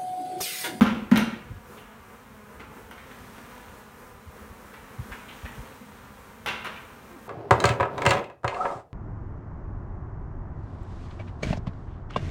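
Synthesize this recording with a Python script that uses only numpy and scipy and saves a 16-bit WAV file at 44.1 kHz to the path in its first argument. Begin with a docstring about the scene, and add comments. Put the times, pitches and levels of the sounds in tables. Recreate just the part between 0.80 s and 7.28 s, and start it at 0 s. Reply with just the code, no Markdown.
"""A plastic bucket of bees is knocked twice on a brick patio: wall modes ring, the air inside booms, the bricks echo.
Puffs of air, as bursts of narrow-band noise, buffet the microphone; the rim and wire handle clack, click and scuff.
Two shakes over a wooden hive then let out surges of bees, heard as random ticks and taps on the lid.
The bucket clacks again as it is set down, and one bee veers past as a tone of falling pitch.
Throughout, a swarm hums as a sum of wavering harmonic tones, over shaped noise for breeze, open air and hiss."""
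import sys
import numpy as np
from scipy import signal
from scipy.fft import rfft, irfft, next_fast_len
from scipy.io import wavfile
from scipy.ndimage import uniform_filter1d, map_coordinates

SR = 44100
rng = np.random.default_rng(int(sys.argv[2]) if len(sys.argv) > 2 else 0)


def store_pcm(level_fs):
    """Save levels as 16-bit WAV."""
    pcm = np.round(np.clip(level_fs, -1, 1) * 32767).astype(np.int16)
    wavfile.write(sys.argv[1], SR, np.atleast_2d(pcm).T)


N = 285768  # length in samples

# Blows on the plastic wall. Each row: start in seconds, level in dB, tilt in dB per octave,
# time between rebounds in seconds, change per rebound in dB.
WALL_BLOWS = [(.0098, -23.5, -1.5, .009, -3.5), (.0648, -36, 6, .012, -4), (.3143, -27, -3, .019, -3),
              (.3594, -25.5, 3, 0.018, -5.5), (1.798, -45, -0.5, 0.0067, -4), (2.1101, -45, 1, 0.008, -8),
              (5.6604, -30, 3, .014, -1), (5.846, -39.5, 2, .012, 0)]
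# Modes of the plastic wall. Each row: nominal frequency in Hz, nominal level in dB, t60 in seconds.
WALL_MODES = [(348.4, -5, 0.12), (475.5, -12, 0.16), (820, -13.5, 0.041), (983, -8.5, 0.2),
              (1076, -12, 0.071), (1210, -22, 0.031), (1383, 2.5, 0.071), (1555, -1, 0.049),
              (1835, -14, 0.087), (1917, -17, 0.1), (2170, -13, 0.095), (2740, -9, 0.093),
              (2746, -15.5, 0.065), (2980, -13.5, 0.027)]
# Dense clatter between the modes. Each row: frequency in Hz, density in dB per Hz.
CLATTER_SPECTRUM = [(40, -24), (120, -1), (480, -1), (690, -3.5), (950, 0), (1600, -3.5), (2200, -5),
                    (2750, -6), (4000, -17), (4900, -25.5), (5700, -22.5), (7600, -38.5), (16000, -53)]
# Click of hard edges and the wire handle. Each row: frequency in Hz, density in dB per Hz.
CLICK_SPECTRUM = [(300, -12), (2000, 11), (4000, -38), (4900, -14), (5800, 8), (7600, -7), (9200, 5),
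                  (10500, -3), (12500, 7), (16000, -5)]
# Clicks of the handle and the rim. Each row: start in seconds, level in dB.
HANDLE_CLICKS = [(0.018, -47.5), (.3745, -38), (2.1095, -59), (5.661, -46), (5.8457, -57)]
CLICK_DECAY_S = 0.003  # time to fall by a factor e

# Jolts of the base, which pump the air inside. Each row: start in seconds, peak of the air's swing in dB.
BASE_JOLTS = [(0.0105, -6), (0.3147, -5), (2.306, -41), (5.008, -38)]
# Single echoes off the nearest brick walls. Each row: delay in seconds, level in dB.
WALL_ECHOES = [(.02, -7), (.066, -14), (.09, -16.5), (.116, -17.5)]
# Flutter between two facing walls: round trip, first return, change with each further trip.
FLUTTER_S, FLUTTER_DB, TRIP_DB = 0.052, -11, -3.5
# Ring of the patio. Each row: frequency in Hz, t60 in seconds.
PATIO_DECAY = [(100, 1), (500, 0.74), (1500, 0.61), (3000, 0.61), (6000, 0.47), (10000, 0.37), (16000, 0.1)]

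# Scuffs of the rim and handle under the hands. Each row: start in seconds, level in dB, centre in Hz.
HAND_SCUFFS = [(0.969, -54.5, 2600), (2.175, -51.5, 1890), (2.305, -53.5, 1900), (3.934, -49, 1390),
               (4.3162, -42.5, 1550), (4.482, -48.5, 2350), (4.650, -45, 1460), (5.84, -39.5, 1530),
               (5.958, -49, 2000)]
SCUFF_S = 0.015  # a scuff is strongest at half this time
SCUFF_WIDTH = 1140  # divided by the centre in Hz, the resonance's standard deviation in octaves

# One bee's buzz. Each row: frequency in Hz, level in dB of a harmonic there.
BUZZ_SPECTRUM = [(230, 2), (470, -0.5), (700, -5), (950, -1), (1350, -2.5), (2000, -8.5), (3000, -15),
                 (4500, -36)]
# Shakes that let out bees. Each row: time of the height in seconds, flow in dB, half length in seconds.
SHAKES = [(2.594, 3, 0.23), (4.603, 3.5, 0.27)]
# Rustle of the falling bees. Each row: frequency in Hz, density in dB per Hz.
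RUSTLE_SPECTRUM = [(200, 8.5), (600, 6), (1200, 7.5), (2500, 1.5), (4000, -7), (5500, -36.5)]
# Fine hiss, also the colour of the patter. Each row: frequency in Hz, density in dB per Hz.
HISS_SPECTRUM = [(1500, -12), (4000, 2.5), (4900, -2.5), (5600, 0.5), (7000, 0), (7700, -1.5), (9300, 1),
                 (10500, -7.5), (12000, -1), (16000, -1)]
# The passing bee: time when closest, half length of the pass, level at its height before the patio's ring.
PASS_AT_S, PASS_S, PASS_DB = 6.355, 0.04, -49.5
COMING_HZ, GOING_HZ = 345, 219  # mean wingbeat before and after the turn

# Puffs of air on the microphone. Each row: time of the middle in seconds, nominal peak in dB.
AIR_PUFFS = [(.714, -28.5), (.766, -34.5), (2.875, -45), (3.482, -35), (3.633, -44), (3.71, -39),
             (4.198, -24.5), (4.217, -35), (4.306, -34.5), (4.645, -28), (4.793, -28)]
# The reference puff: nominal peak, rate of swing, half length; stronger ones are quicker and shorter.
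PUFF_DB, PUFF_HZ, PUFF_S = -30, 77.6, 0.0094
# Still outdoor air. Each row: frequency in Hz, density in dB per Hz.
AIR_SPECTRUM = [(40, -57), (120, -31), (200, -0.5), (320, -8), (480, 0.5), (640, -14), (1000, -6.5),
                (1500, -10), (2500, -23), (4000, -30), (5500, -27.5)]
# Rumble of the breeze. Each row: frequency in Hz, density in dB per Hz.
RUMBLE_SPECTRUM = [(20, -36), (35, -3), (55, -2.5), (110, -4), (170, -7.5), (400, -37), (1500, -80)]
EDGE_HZ = 15850  # upper limit of the treble


def amp(db):
    """Logarithmic level: decibels become a gain of amplitude."""
    return 10 ** (np.asarray(db) / 20)


def evened(x):
    """Normalisation: scales to an rms of 1."""
    return x / np.sqrt(np.mean(x ** 2) + 1e-20)


def read(points, hz):
    """Interpolation of a spectrum on a log-frequency axis."""
    f, value = np.transpose(points)
    return np.interp(np.log(hz + 1), np.log(f + 1), value)


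def colour(x, points):
    """Spectral shaping: filters by a spectrum and returns an rms of 1."""
    gain = amp(read(points, np.fft.rfftfreq(len(x), 1 / SR)))
    return evened(irfft(rfft(x) * gain, len(x)))


def noise(points, size):
    """Shaped random noise: white noise filtered to a given spectrum."""
    return colour(rng.standard_normal(next_fast_len(size)), points)[:size]


def wander(rate):
    """Slow random modulation of rms about 1, from smoothly joined random knots, rate of them a second."""
    knots = rng.standard_normal(1024)
    slow = map_coordinates(knots, [np.linspace(0, rate * N / SR, 1024)], mode="wrap")
    return np.interp(np.linspace(0, len(slow) - 1, N), np.arange(len(slow)), slow)


def add(mix, s, sound):
    """Superposition: mixes a sound in at s seconds."""
    part = mix[max(round(s * SR), 0):][:len(sound)]
    part += sound[:len(part)]


def patio(sound, wet_db, build=0.0019):
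    """Reverberation: the brick corner's scattered ring builds up and dies at a rate set by frequency."""
    hz, t, z = signal.stft(rng.standard_normal(SR), SR, nperseg=256)
    decay = amp(-60 * t / read(PATIO_DECAY, hz)[:, None])
    tail = signal.istft(z * decay, SR, nperseg=256)[1]
    tail *= 1 - np.exp(-np.arange(len(tail)) / SR / build)
    response = amp(wet_db) * tail / np.linalg.norm(tail)
    response[0] += 1  # the direct sound
    return signal.fftconvolve(sound, response)


def contacts(count=3):
    """Rebound: a rocking bucket strikes again, mostly more weakly, by the row's change (s, dB, dB per octave)."""
    strikes = []
    for s, db, tilt_db, gap, rebound_db in WALL_BLOWS:
        strikes += [(s + k * gap, db + k * rebound_db, tilt_db) for k in range(count)]
    return strikes


def knocks(clatter_s=0.014, modes_db=-5, wet_db=-2, click_wet_db=-1, edge_db=-32, grain=0.56):
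    """Modal excitation: each strike rings the wall's modes in its own mix, with grainy clatter and a click."""
    out, t = np.zeros(N), np.arange(SR // 4) / SR
    hz, mode_db, t60 = np.transpose(WALL_MODES)[:, :, None]
    window = np.sqrt(SR / 50)  # direct levels are the rms over a fiftieth of a second
    for s, level_db, tilt_db in contacts():
        phase, spot, grip = rng.random((3, len(hz), 1))
        # the place of the blow weights the modes; the grip of the hands detunes them a little
        strength = amp(mode_db + tilt_db * np.log2(hz / 1500) + 1.6 * spot)
        turns = hz * (1 + 0.034 * (grip - .5)) * t + phase
        decay = np.exp(-np.log(1000) * t / t60)
        ring = (strength * decay * np.sin(2 * np.pi * turns)).sum(0)
        # a harder contact tilts the clatter towards the treble
        tilted = [(f, db + tilt_db * np.log2(np.clip(f, 150, 3200) / 1500)) for f, db in CLATTER_SPECTRUM]
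        rattle = np.exp(grain * evened(uniform_filter1d(rng.standard_normal(len(t)), size=80)))
        clatter = noise(tilted, len(t)) * rattle * np.exp(-t / clatter_s)
        wall = clatter / np.linalg.norm(clatter) + amp(modes_db) * ring / np.linalg.norm(ring)
        add(out, s, patio(amp(level_db) * window * wall / np.linalg.norm(wall), wet_db))
    # every contact clicks faintly; the handle and the rim have clicks of their own
    faint_clicks = [(s, db + edge_db) for s, db, _ in contacts()]
    for s, click_db in faint_clicks + HANDLE_CLICKS:
        click = noise(CLICK_SPECTRUM, len(t)) * np.exp(-t / CLICK_DECAY_S)
        add(out, s, patio(amp(click_db) * window * click / np.linalg.norm(click), click_wet_db))
    return out


def echoes(count=4):
    """Specular reflection: near walls answer once, facing walls at every round trip (delay s, dB)."""
    flutter = [((k + 1) * FLUTTER_S, FLUTTER_DB + k * TRIP_DB) for k in range(count)]
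    return WALL_ECHOES + flutter


def booms(cavity_hz=223.3, swell_s=0.01, wet_db=-21, base_hz=121, base_db=-25, base_s=0.035):
    """Cavity resonance: the enclosed air swings for a few cycles and echoes; the base flexes lower down."""
    out, t = np.zeros(N), np.arange(SR // 4) / SR
    swell = (t / swell_s * np.exp(1 - t / swell_s)) ** 2.4  # reaches 1 at swell_s
    boom = swell * np.sin(2 * np.pi * cavity_hz * t)
    flex = amp(base_db) * np.exp(-t / base_s) * np.sin(2 * np.pi * base_hz * t)
    for s, peak_db in BASE_JOLTS:
        add(out, s, patio(amp(peak_db) * (boom + flex), wet_db))
        for delay, echo_db in echoes():
            add(out, s + delay, amp(peak_db + echo_db) * boom)
    return out


def scuffs(grain=0.48, wet_db=-1, skirt_db=-28, dull_hz=4000):
    """Stick-slip friction: grainy noise in one broad resonance swells and dies away."""
    out, t = np.zeros(N), np.arange(SR // 5) / SR
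    hz = np.geomspace(100, 16000, 60)
    softness = 1 / np.sqrt(1 + (hz / dull_hz) ** 10)  # soft plastic radiates little treble
    for s, level_db, centre_hz in HAND_SCUFFS:
        width = SCUFF_WIDTH / centre_hz
        hump = softness * np.exp(-(np.log2(hz / centre_hz) / width) ** 2 / 2) + amp(skirt_db)
        slips = np.exp(grain * evened(uniform_filter1d(rng.standard_normal(len(t)), size=100)))
        envelope = t * np.exp(-2 * t / SCUFF_S)
        rub = noise(np.c_[hz, 20 * np.log10(hump)], len(t)) * slips * envelope
        # the direct level is the rms over twice SCUFF_S
        rub *= np.sqrt(2 * SCUFF_S * SR) / np.linalg.norm(rub)
        add(out, s, patio(amp(level_db) * rub, wet_db))
    return out


def flow():
    """Superposed surges: power of the stream of bees, which swells and ebbs with each shake."""
    t = np.arange(N) / SR
    return sum(amp(db) ** 2 * np.exp(-((t - s) / half) ** 2 / 2) for s, db, half in SHAKES)


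def swarm(count=12, wingbeat_hz=231, spread=.07, waver=.045, near_db=3.5, level_db=-51, stir_db=1.15):
    """Incoherent harmonic sources: bees with wavering wingbeats dart near and far; shakes stir them up."""
    out, cycle = np.zeros(N), np.arange(1024)
    harmonic = np.arange(1, 19)[:, None]
    for rank in np.linspace(-np.sqrt(3), np.sqrt(3), count):
        hz = wingbeat_hz * (1 + spread * rank)
        phase = harmonic * cycle / len(cycle) + rng.random(harmonic.shape)
        stroke = (amp(read(BUZZ_SPECTRUM, harmonic * hz)) * np.sin(2 * np.pi * phase)).sum(0)
        turns = np.cumsum(hz * (1 + waver * wander(8))) / SR
        nearness = amp(near_db * np.minimum(wander(7), 1.6))
        out += stroke[(turns % 1 * len(cycle)).astype(int)] * nearness
    return amp(level_db + stir_db * flow()) * evened(patio(out, wet_db=-10)[:N])


def pour(ticks_per_s=2500, size_db=3, patter_db=-61, rustle_db=-54, drops_per_s=160, rest_db=-12, crawl_db=-3.5):
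    """Random impacts: legs and wings tick on plastic, and falling bodies tap the lid in a soft rustle."""
    size = amp(size_db * np.minimum(rng.exponential(1, N), 4)) * rng.choice([-1, 1], N)
    chance = np.array([[ticks_per_s], [drops_per_s]]) / SR
    ticks, drops = size * (rng.random((2, N)) < chance)
    patter = colour(patio(ticks, wet_db=-2)[:N], HISS_SPECTRUM)
    rustle = colour(patio(drops, wet_db=-1.5)[:N], RUSTLE_SPECTRUM)
    falling = flow()
    # the bees that have landed keep crawling on the lid
    crawling = amp(crawl_db) ** 2 * np.cumsum(falling) / falling.sum()
    busy = falling + crawling + amp(rest_db) ** 2
    return np.sqrt(busy) * (amp(patter_db) * patter + amp(rustle_db) * rustle)


def near_bee(rolloff_db=-9, waver=0.026, swerve_s=0.0208, lag_s=0.0204):
    """Frequency-modulated harmonics: a wing tone swells as a bee nears and drops in pitch as it turns away."""
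    t = np.arange(N) / SR - PASS_AT_S
    hz = GOING_HZ + (COMING_HZ - GOING_HZ) * (1 - np.tanh((t - lag_s) / swerve_s)) / 2
    turns = np.cumsum(hz * (1 + waver * wander(39))) / SR
    wings = sum(amp(rolloff_db * np.log2(k)) * np.sin(2 * np.pi * k * turns) for k in range(1, 9))
    approach = np.exp(-(t / PASS_S) ** 2 / 2)
    return patio(amp(PASS_DB) * approach * evened(wings), wet_db=-8)[:N]


def puffs(quicken_db=35, shorten_db=13):
    """Turbulent pressure: each puff pushes the microphone back and forth in a short narrow-band burst."""
    out, t = np.zeros(N), np.arange(-SR // 8, SR // 8) / SR
    for s, peak_db in AIR_PUFFS:
        # quicken_db more doubles the rate; shorten_db more halves the length
        hz = PUFF_HZ * 2 ** ((peak_db - PUFF_DB) / quicken_db)
        half = PUFF_S / 2 ** ((peak_db - PUFF_DB) / shorten_db)
        band = [(hz / 4, -40), (hz * 0.59, 0), (hz * 1.26, 0), (hz * 3, -30), (hz * 10, -90)]
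        eddy = signal.hilbert(noise(band, len(t)))
        levelled = eddy.real / np.sqrt(abs(eddy) ** 2 + 0.22)  # evens out the noise's own envelope
        add(out, s + t[0], amp(peak_db) * np.exp(-(t / half) ** 2 / 2) * levelled)
    return out


def air(air_db=-55, hiss_db=-63, swell_db=3.0, breeze_db=-54.5, gust_db=2.0):
    """Modulated broadband noise: a lumpy breeze and a faint outdoor wash, under a steady hiss."""
    breeze = amp(breeze_db + gust_db * wander(22)) * noise(RUMBLE_SPECTRUM, N)
    wash = amp(air_db + swell_db * wander(9.7)) * noise(AIR_SPECTRUM, N)
    return breeze + wash + amp(hiss_db) * noise(HISS_SPECTRUM, N)


def scene():
    """Linear superposition: bucket, bees and open air sum at one microphone."""
    bucket = knocks() + booms() + scuffs()
    bees = swarm() + near_bee() + pour()
    return (bucket + bees + puffs() + air())[None]


def record(dry):
    """Band limiting: the recorder cuts the deepest bass and the top of the treble."""
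    thinned = signal.sosfilt(signal.butter(5, 40, "highpass", fs=SR, output="sos"), dry)
    lowpass = signal.firwin(511, EDGE_HZ, window=("kaiser", 9), fs=SR)
    return signal.oaconvolve(thinned, lowpass[None], "same")


dry = scene()
out = record(dry)
store_pcm(out)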